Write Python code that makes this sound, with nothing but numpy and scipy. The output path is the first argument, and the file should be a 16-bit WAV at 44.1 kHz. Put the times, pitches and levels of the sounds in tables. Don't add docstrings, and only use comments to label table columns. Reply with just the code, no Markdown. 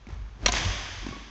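import sys
import numpy as np
from scipy import signal
from scipy.fft import rfft, irfft
from scipy.io import wavfile

SR = 44100
rng = np.random.default_rng(int(sys.argv[2]) if len(sys.argv) > 2 else 0)


def put_to_file(sound):
    columns = np.atleast_2d(sound).T
    safe = np.clip(columns, -1, 1)
    whole_steps = np.round(safe * 32767)
    wavfile.write(sys.argv[1], SR, whole_steps.astype(np.int16))


N = 57330

HIT_S = .4602
TAIL_LAG_S = .035

# f/Hz, level/dB
CRACK_SPECTRUM = [(150, -15), (330, -10), (550, -2), (800, -4), (1150, 2), (1550, -4), (1900, 0), (2500, 0),
                  (3100, -2), (3700, -2), (4050, -6), (4300, -2), (4900, -8), (5400, -5), (6000, 0),
                  (6800, -7), (7500, -14), (8300, -34)]


def undb(db):
    return 10 ** (np.asarray(db) / 20)


def clock(start=0):
    return np.arange(N) / SR - start


def bin_frequencies():
    return np.fft.rfftfreq(N, 1 / SR)


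def on_log_axis(points):
    hz, value = np.array(points, float).T
    return np.interp(np.log(bin_frequencies() + 1), np.log(hz), value)


def noise(gain):
    spectrum = rfft(rng.standard_normal(N)) * gain
    x = irfft(spectrum, N)
    return x / x.std()


def coloured(points):
    return noise(undb(on_log_axis(points)))


def burst(start, hold, t60):
    t = clock(start)
    decay = np.exp(-np.log(1000) * np.maximum(t - hold, 0) / t60)
    return (t >= 0) * decay


def ring(start, hz, t60, rise=1 / SR):
    t = np.maximum(clock(start), 0)
    build = 1 - np.exp(-t / rise)
    return np.sin(2 * np.pi * hz * t) * burst(start, 0, t60) * build


def die_away(x, start):
    # f/Hz, T60/s
    hall_t60 = [(100, 1.1), (400, 1.3), (1000, 1.9), (2500, 2.15), (4000, 2.1), (6000, 1.92), (8000, 1.5)]
    centres = [hz for hz, _ in hall_t60]
    total = np.zeros(N)
    for weights, (_, t60) in zip(np.eye(len(hall_t60)), hall_t60):
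        band = irfft(rfft(x) * on_log_axis(list(zip(centres, weights))), N)
        total = total + band * burst(start, 0, t60)
    return total


def hall(x):
    response = die_away(rng.standard_normal(N), TAIL_LAG_S)
    return signal.fftconvolve(x, response / np.linalg.norm(response))[:N]


def room():
    # f/Hz, level/dB
    room_spectrum = [(30, 4), (110, 11), (200, 1), (500, -7), (1100, -6), (2000, -12), (3300, -13),
                     (4500, -18), (6500, -19), (7400, -31), (8200, -49)]
    return undb(-54.3) * coloured(room_spectrum)


def sprung_floor():
    # t/s, level/dB, f/Hz, T60/s
    landings = [(.076, -35, 105, .1), (.124, -23, 74, .11), (.412, -29, 88, .12), (.6, -29, 110, .1),
                (.648, -16, 90, .18), (.765, -32, 85, .12), (.905, -32, 88, .2), (.96, -34, 92, .16)]
    # t/s, level/dB
    boom_level = [(0.0, -57), (0.194, -35), (0.256, -35), (0.304, -48), (0.332, -40), (0.398, -49),
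                  (0.456, -28), (0.59, -35), (0.608, -41), (0.698, -28), (0.744, -41), (0.766, -36),
                  (0.864, -47), (0.976, -49), (1.016, -36), (1.162, -50), (1.186, -43), (1.3, -52)]
    # f/Hz, level/dB
    rumble_spectrum = [(40, -20), (62, 0), (100, 0), (130, -9), (170, -19), (260, -26), (600, -38),
                       (1200, -48), (5000, -85)]
    boom_hz, waver_depth = 50, .08
    rumble_db, thud_hall_db = -10, -13

    thuds = sum(undb(db) * ring(s, hz, t60, rise=.008) for s, db, hz, t60 in landings)
    waver = noise(bin_frequencies() < 20)
    phase = 2 * np.pi * np.cumsum(boom_hz * (1 + waver_depth * waver)) / SR
    boom = np.sqrt(2) * np.sin(phase)
    boards = boom + undb(rumble_db) * coloured(rumble_spectrum)
    level = undb(np.interp(clock(), *np.array(boom_level).T))
    return thuds + undb(thud_hall_db) * hall(thuds) + boards * level


def shoes():
    # t/s, knock level/dB, knock f/Hz, knock T60/s, scuff level/dB
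    steps = [(.0685, -34, 220, .06, -50), (.087, -36, 340, .04, -48), (.1045, -34, 130, .06, -48),
             (.122, -42, 170, .05, -50), (.141, -46, 200, .03, -49), (.428, -31, 220, .04, -58),
             (.655, -27, 180, .07, -48), (.885, -42, 300, .05, -56), (1.028, -33, 330, .04, -47),
             (1.046, -28, 200, .03, -50), (1.0655, -14.5, 270, .02, -37), (1.088, -19, 235, .024, -38),
             (1.108, -29, 120, .06, -43), (1.125, -33, 380, .04, -43), (1.164, -36, 320, .05, -46)]
    # f/Hz, level/dB
    scuff_spectrum = [(200, -1), (450, 1), (650, 0), (900, 2), (1600, -4), (2300, -5), (4000, -9),
                      (6500, -11), (7600, -22), (8300, -40)]
    knock_rise_s, scuff_t60_s = .002, .045
    overtone_ratio, overtone_db = 3, -18
    hall_db = -6

    sole = coloured(scuff_spectrum)
    dry = undb(-35) * ring(.0685, 2250, .011, rise=.0005)
    for s, db, hz, t60, scuff_db in steps:
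        fundamental = ring(s, hz, t60, knock_rise_s)
        overtone = undb(overtone_db) * ring(s, hz * overtone_ratio, t60 / 2, knock_rise_s)
        scuff = undb(scuff_db) * sole * burst(s, 0, scuff_t60_s)
        dry = dry + undb(db) * (fundamental + overtone) + scuff
    return dry + undb(hall_db) * hall(dry)


def rustle():
    # f/Hz, level/dB
    rustle_spectrum = [(150, -4), (400, -2), (700, -4), (1100, 1.5), (1700, -2.5), (2600, -12), (5000, -17),
                       (6800, -22), (8200, -48)]
    start_s, rise_s, t60_s = .075, .03, 1.1
    flicker_db = 2.5

    flicker = undb(flicker_db * noise(bin_frequencies() < 70))
    swell = np.clip(clock(start_s) / rise_s, 0, 1) * burst(start_s, 0, t60_s)
    return undb(-50.3) * swell * flicker * coloured(rustle_spectrum)


def swish():
    # f/Hz, level/dB
    swish_spectrum = [(80, -3), (250, 0), (500, -12), (1200, -16), (3000, -24), (6500, -30), (8200, -47)]
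    rise_s, fall_s = .11, .04
    t = clock(HIT_S)
    loudness = np.exp(-np.log(1000) / 2 * np.maximum(-t / rise_s, t / fall_s))
    return undb(-33) * loudness * coloured(swish_spectrum)


def racket():
    # f/Hz, level/dB, T60/s
    string_modes = [(220, -19, .06), (570, -10, .035), (991, -11, .055), (1200, -4.5, .024),
                    (1900, -6, .022), (2207, -13, .08), (2530, -1, .022), (3270, -9, .035),
                    (3640, -4, .018), (4230, -2, .022), (5735, -8, .052), (6100, -9, .03)]
    crack_db, strings_db = -14, -10.8
    hold_s, t60_s = .0045, .022
    skirt_lag_s, skirt_db = .0033, -1

    cork = burst(HIT_S, skirt_lag_s / 2, t60_s) * (clock(HIT_S) < skirt_lag_s)
    skirt = undb(skirt_db) * burst(HIT_S + skirt_lag_s, max(hold_s - skirt_lag_s, 0), t60_s)
    strings = np.zeros(N)
    for k, (hz, db, t60) in enumerate(string_modes):
        polarity = (-1) ** k
        strings = strings + polarity * undb(db) * ring(HIT_S, hz, t60, rise=.0005)
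    crack = coloured(CRACK_SPECTRUM) * (cork + skirt)
    return undb(crack_db) * crack + undb(strings_db) * strings


def echoes():
    # t/s, level/dB, centre f/Hz, half-width at half amplitude/octaves, hold/s, T60/s
    reflections = [(.470, -31, 2500, 2, .010, .06), (.4833, -19, 3700, .4, .0018, .01),
                   (.4845, -30, 220, .7, .007, .04), (.487, -27, 3500, .8, .005, .025),
                   (.496, -32, 2500, 1.1, .004, .03), (.5211, -26.5, 5500, 1.8, .002, .015),
                   (.5217, -19, 6350, .12, .0016, .01), (.529, -31, 4500, .9, .002, .02),
                   (.537, -25, 750, 1.5, .003, .025), (.549, -29, 3800, 1, .003, .02),
                   (.5622, -24, 3300, .7, .003, .014), (.569, -29, 1900, .9, .006, .03),
                   (.581, -30, 4000, 1.2, .004, .04), (.651, -29, 3000, .6, .003, .02)]
    # f/Hz, level/dB
    tail_spectrum = [(120, 1), (230, 2), (400, -1), (520, -3), (680, -.7), (900, -3), (1180, -.7),
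                     (1330, -7), (1560, -2.5), (1800, -1.8), (2300, -3.5), (2850, -5), (3300, -.8),
                     (4050, -9.5), (5100, -5.5), (5550, -9), (6300, -5.8), (7000, -14), (7700, -21),
                     (8400, -44)]
    tail_db, tail_build_s = -25.3, .06

    octave = np.log2(bin_frequencies() + 1)
    crack_gain = undb(on_log_axis(CRACK_SPECTRUM))
    early = np.zeros(N)
    for s, db, hz, width, hold, t60 in reflections:
        band_gain = 1 / (1 + ((octave - np.log2(hz)) / width) ** 2)
        early = early + undb(db) * noise(crack_gain * band_gain) * burst(s, hold, t60)
    build = np.clip(clock(HIT_S + TAIL_LAG_S) / tail_build_s, 0, 1)
    tail = build * die_away(coloured(tail_spectrum), HIT_S)
    return early + undb(tail_db) * tail


def hollow_knock():
    # f/Hz, relative level/dB, T60/s
    hollow_modes = [(715, -1, .08), (1010, -1, .06), (1555, -2, .05)]
    return undb(-20) * sum(undb(db) * ring(.4838, hz, t60, rise=.002) for hz, db, t60 in hollow_modes)


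def squeak():
    # f/Hz, level/dB
    partials = [(1092, -53), (1126, -51.5), (2200, -56.5), (2255, -59)]
    width_hz = 14
    tone = np.zeros(N)
    for hz, db in partials:
        band_gain = np.exp(-((bin_frequencies() - hz) / width_hz) ** 2)
        tone = tone + undb(db) * noise(band_gain)
    return tone * burst(1.082, hold=.08, t60=.8)


def scene():
    footwork = sprung_floor() + shoes() + rustle() + squeak()
    stroke = swish() + racket() + echoes() + hollow_knock()
    return (room() + footwork + stroke)[None]


def record(dry):
    ceiling, top_hz = .75, 8000
    rounded = ceiling * np.tanh(dry / ceiling)
    low_pass = signal.ellip(8, .2, 70, top_hz, fs=SR, output="sos")
    return signal.sosfilt(low_pass, rounded)


dry = scene()
out = record(dry)
put_to_file(out)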